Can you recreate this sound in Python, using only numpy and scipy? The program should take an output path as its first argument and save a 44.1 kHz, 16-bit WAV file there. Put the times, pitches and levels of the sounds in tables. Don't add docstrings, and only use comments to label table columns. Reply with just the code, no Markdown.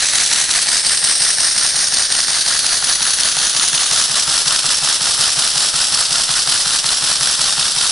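import sys
import numpy as np
from scipy import signal
from scipy.io import wavfile
from scipy.ndimage import uniform_filter1d

SR = 44100
rng = np.random.default_rng(int(sys.argv[2]) if len(sys.argv) > 2 else 0)


def unload_wav(signal):
    wavfile.write(
        sys.argv[1],
        SR,
        np.round(np.clip(np.atleast_2d(signal).T, -1, 1) * 32767).astype(np.int16),
    )


def ratio(d):
    e = np.asarray(d, float) / 20
    return 10 ** e


N = 348831

# (time [s], speed [turns/s])
SPEED = [
    (0, 5.6449),
    (1.2, 5.5856),
    (4.8, 5.4661),
    (7.0, 5.4412),
    (7.91, 5.3947),
]
# (crank angle [turns], width [turns], jet over shut valve [dB], rush over shut valve [dB])
PUFFS = [(0.008, 0.006, 5.0, 7.3), (0.102, 0.023, 6.6, 8.8), (0.133, 0.015, 6.2, 0.0),
         (0.186, 0.012, 5.3, 9.2), (0.227, 0.014, 4.9, 7.4), (0.274, 0.015, 7.4, 10.9),
         (0.351, 0.019, 4.5, 7.7), (0.413, 0.043, 6.4, 11.5), (0.495, 0.027, 5.5, 9.2),
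         (0.567, 0.013, 8.1, 10.3), (0.62, 0.014, 6.2, 6.6), (0.658, 0.007, 5.1, 3.9),
         (0.719, 0.017, 6.7, 6.2), (0.776, 0.032, 5.1, 4.3), (1.011, 0.065, 1.9, 6.4)]
STROKE_STARTS = [.32, .8]
# (crank position [turns], level [dB])
STROKE_SHIFTS = [(-.1, 1.4), (.9, 2.4), (3.9, -.6), (4.9, .8), (5.9, 1.1), (6.1, 1.1), (7.9, 1.6), (9.9, -.8),
                 (10.9, -.8), (12.9, 1.6), (13.1, .9), (17.9, 1.4), (20.9, 1.3), (22.1, -2), (22.9, -.8),
                 (23.9, -1), (26.9, -1.5), (27.1, -.9), (27.9, 1.3), (28.1, 1), (29.9, 1.3), (30.9, -1.2),
                 (33.5, -.9), (35.1, .9), (35.9, 1.1), (36.9, -1.3), (37.1, -.8), (37.5, -.8)]
# (frequency [Hz], level [dB])
JET = [(800, -30.5), (1800, -12.5), (2600, -5.5), (3600, 0), (5200, 1.5), (5800, 0), (6300, -1),
       (8000, -1.5), (10300, 1.5), (11000, -4)]
# (frequency [Hz], level [dB])
RUSH = [(100, -9), (400, -16), (650, -5.5), (1000, -7), (1400, -1), (1900, 3.5), (2600, -4.5), (4000, -46)]
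KNOCK_ANGLES = [.001, .008, .085, .118, .122, .186, .236, .262, .274, .336, .49, .543, .561, .563, .612,
                .655, .716, .77, .945, .025, .175, .225, .515, .6]
# (blow [dB], ring frequency [Hz], t60 [s])
KNOCKS = [(-16.5, 4500, 0.022), (-19.5, 1570, 0.024), (-5, 3200, 0.0095), (-13, 6200, .015),
          (-19.5, 917, 0.023), (-24.5, 990, 0.014), (-32, 805, 0.024), (-10, 4300, 0.028),
          (-22.5, 1316, 0.025), (-17, 1500, 0.013), (-21.5, 968, 0.021), (-14, 2300, 0.013),
          (-15, 5600, 0.044), (-23.5, 1300, 0.019), (-16, 5100, 0.0054), (-26.5, 730, 0.016),
          (-32.5, 1300, .02), (-27, 706, 0.011), (-30.5, 720, .015), (-36, 290, 0.037), (-41.5, 283, 0.035),
          (-34, 278, 0.039), (-40, 239, 0.025), (-43, 266, 0.021)]
# (time [s], place [0-5], nearness [dB])
PATH = [(0, 0, -18), (.5, 0.05, -17.7), (1, 1.02, -17.5), (1.9, 2.02, -18.1), (2.8, 3, -18.5),
        (3.3, 3.5, -18.4), (3.7, 4, -16.5), (3.85, 4.1, -16.5), (4.05, 4.8, -16.8), (5.2, 5, -17.5),
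        (7.91, 5, -17.6)]
# (treble above 8 kHz [dB], low rush [dB], base thump [dB])
FACING = [(-2.1, -9.7, -38.5), (-1, -13.3, -33), (-1.8, -11.8, -32), (-1, -9.2, -33), (-4.3, -11, -28),
          (-1.4, -9.1, -25)]
# (frequency [Hz], depth [dB]); negative depth is a ridge
DIPS = [
    [(1710, -1.5), (2920, -.6), (3400, 1.5), (4200, -2.1), (5070, 3), (6150, -3), (7250, 1.5), (8300, -1.8),
     (8850, 2.5)],
    [(1730, -2.5), (2500, 3), (3450, 3), (5500, -3), (6500, 3), (5200, .1), (7250, 12), (8900, -4.5),
     (10800, 5)],
    [(1735, -3), (2500, 5), (3450, 3), (5750, -3.5), (6900, .1), (4680, -2.5), (7900, 12), (8830, -3.5),
     (10700, 3)],
    [(1600, -2.7), (2290, 5), (3400, .1), (6000, -1.1), (5240, 2.5), (4600, -4.5), (7560, 8), (9750, -3),
     (9050, 12)],
    [(1320, -3), (2165, 5), (3400, -.6), (6500, -1.5), (5100, 4), (4600, -.6), (7600, 4), (9550, -5),
     (8750, 8)],
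    [(1280, -3), (2150, 8), (3400, -.6), (6200, 1.6), (4900, -1.1), (5600, -2.8), (7150, 6), (8300, 1.5),
     (9500, 8.5)],
]
DIP_WIDTHS = [250, 330, 300, 350, 250, 270, 360, 400, 280]
# (frequency [Hz], left over right [dB])
PORTS = [(60, 1), (110, -3), (190, -1), (340, 1), (600, 1), (1060, -0.5), (1880, 1), (3330, 0.0),
         (5920, -2), (10500, 4.5)]
# (frequency [Hz], level [dB])
APART = [(200, -24), (800, -20), (2000, -19), (4000, -12), (6000, -11), (8000, -8.5), (10500, -7.5)]
# (frequency [Hz], t60 [s])
WALLS = [(300, 0.15), (2000, 0.14), (6000, 0.13), (11000, 0.084)]
# (frequency [Hz], level [dB])
EDGE = [(10300, 0), (10700, -6.5), (10950, -10.5), (11100, -23), (11200, -80)]


def air(turns):
    now = stroke(turns)
    stroke_db = sum(db * (now == stroke(at)) for at, db in STROKE_SHIFTS)
    flutter_db = 1.4 * wander(2.5) + 0.4 * wander(23.0) + 1.06 * uniform_filter1d(stroke_db, 200)
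    jet = evened(shaped(rng.standard_normal(N), lambda hz, t: read(JET, hz)))
    rush = evened(shaped(rng.standard_normal(N), lambda hz, t: read(RUSH, hz)))
    shut_jet_db, shut_rush_db, rush_lag_turns = -4.8, -7.5, .004
    jet_db = 0.94 * (shut_jet_db + valve_db(turns, column=2)) + flutter_db + 3.34
    rush_db = 0.87 * (shut_rush_db + valve_db(turns - rush_lag_turns, column=3)) + 1.22 * flutter_db - .4
    rush_db = rush_db + facing(1, np.arange(N) / SR)
    return jet * ratio(jet_db) + rush * ratio(rush_db)


def valve_db(turns, column):
    total = 0
    for puff in PUFFS:
        off_centre = (turns - puff[0] + .5) % 1 - .5
        total = total + puff[column] * np.exp(-.5 * (off_centre / puff[1]) ** 2)
    return total


def stroke(turns):
    return (len(STROKE_STARTS) + 1) * np.floor(turns) + np.digitize(turns % 1, STROKE_STARTS)


def linkage(turns):
    t = np.arange(2000) / SR
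    out = np.zeros(N)
    for angle, (db, hz, t60) in zip(KNOCK_ANGLES, KNOCKS):
        modes = hz * np.exp(0.251 * rng.standard_normal((8, 1)))
        ring = np.sin(2 * np.pi * (modes * t + rng.random((8, 1)))).sum(0)
        ring = ring * (1 - np.exp(-t / 0.00081))
        train = blows(turns, angle, spread_db=2.0, slip_s=.0003)
        out += signal.oaconvolve(train, ring * ratio(db + 11 - 60 * t / t60))[:N]
    return out


def base(turns):
    t = np.arange(4000) / SR
    thump_hz, rise_s, fall_s = 145, .004, .025
    ring = np.sin(2 * np.pi * thump_hz * t + 2.5)
    ring = ring * (1 - np.exp(-(t / rise_s) ** 2)) * np.exp(-(t / fall_s) ** 2)
    train = blows(turns, .0, spread_db=1.0, slip_s=.0003)
    thump = evened(signal.oaconvolve(train, ring)[:N])
    return thump * ratio(facing(2, np.arange(N) / SR) - 2.6)


def blows(turns, angle, spread_db, slip_s):
    at = np.flatnonzero(np.diff(np.floor(turns - angle)))
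    slip, strength = rng.standard_normal((2, len(at)))
    at = np.clip(at + (slip_s * SR * slip).astype(int), 0, N - 1)
    train = np.zeros(N)
    train[at] = ratio(spread_db * strength)
    return train


def echoes_db(hz, t, shift):
    total = (facing(0, t) + 1.77) / (1 + np.exp((7400 - hz) / 400))
    for centre, depth, width in zip(*np.transpose(DIPS), DIP_WIDTHS):
        off_centre = (hz - here(centre, t) * shift) / width
        total = total - here(depth, t) * np.exp(-.5 * off_centre ** 2)
    return total


def room(x, count=4):
    shape = (count, 2, SR // 4)
    taps = rng.choice([-1., 1.], shape) * (rng.random(shape) < .05)
    taps[..., :40] = 0
    tails = shaped(taps, lambda hz, t: -60 * t / read(WALLS, hz), size=256)
    tails = tails / np.linalg.norm(tails[0, 0])
    place = np.arange(N) / SR / .35 + .3 * wander(300.0)
    away = abs((place - np.arange(count)[:, None] + count / 2) % count - count / 2)
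    shares = np.cos(np.pi / 2 * np.minimum(away, 1))
    heard = signal.fftconvolve((x * shares)[:, None], tails, axes=2)
    return heard.sum(0)[:, :N]


def grain(dry):
    level = np.sqrt(abs(uniform_filter1d(dry ** 2, 260)))
    return ratio(-14) * level ** 0.92 * rng.standard_normal((2, N))


def rumble():
    return shaped(rng.standard_normal((2, N)), lambda hz, t: -26 - 30 * hz / (hz + 150), size=2048)


def path(column, t):
    return np.interp(t, [row[0] for row in PATH], [row[column] for row in PATH])


def here(values, t):
    return np.interp(path(1, t), np.arange(len(values)), values)


def facing(column, t):
    return here(np.transpose(FACING)[column], t)


def read(points, hz):
    f, value = np.transpose(points)
    return np.interp(np.log(hz + 1), np.log(f + 1), value)


def evened(x):
    return x / np.sqrt(np.mean(x ** 2) + 1e-20)


def shaped(x, db_of, size=512):
    overlap = size * 3 // 4
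    hz, t, z = signal.stft(x, SR, nperseg=size, noverlap=overlap)
    return signal.istft(z * ratio(db_of(hz[:, None], t)), SR, nperseg=size, noverlap=overlap)[1][..., :N]


def wander(ms):
    return evened(uniform_filter1d(rng.standard_normal(N), int(ms * SR / 1000) + 1))


def scene():
    t = np.arange(N) / SR
    first_turn = -.7634
    turns = first_turn + np.cumsum(np.interp(t, *np.transpose(SPEED))) / SR
    engine = ratio(path(2, t)) * (air(turns) + linkage(turns) + base(turns))
    left = shaped(engine, lambda hz, t: echoes_db(hz, t, 0.99) + read(PORTS, hz) / 2)
    right = shaped(engine, lambda hz, t: echoes_db(hz, t, 0.969) - read(PORTS, hz) / 2)
    walls = room(shaped(engine, lambda hz, t: read(APART, hz)))
    return np.array([left, right]) + walls


def band_limit(x):
    return signal.sosfilt(signal.butter(12, 11110, fs=SR, output="sos"), x)


def record(dry):
    noisy = dry + grain(dry) + rumble()
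    limited = 1.337 * np.tanh(noisy / 1.254)
    mix = shaped(limited, lambda hz, t: read(EDGE, hz), size=1024)
    return band_limit(mix)


dry = scene()
out = record(dry)
unload_wav(out)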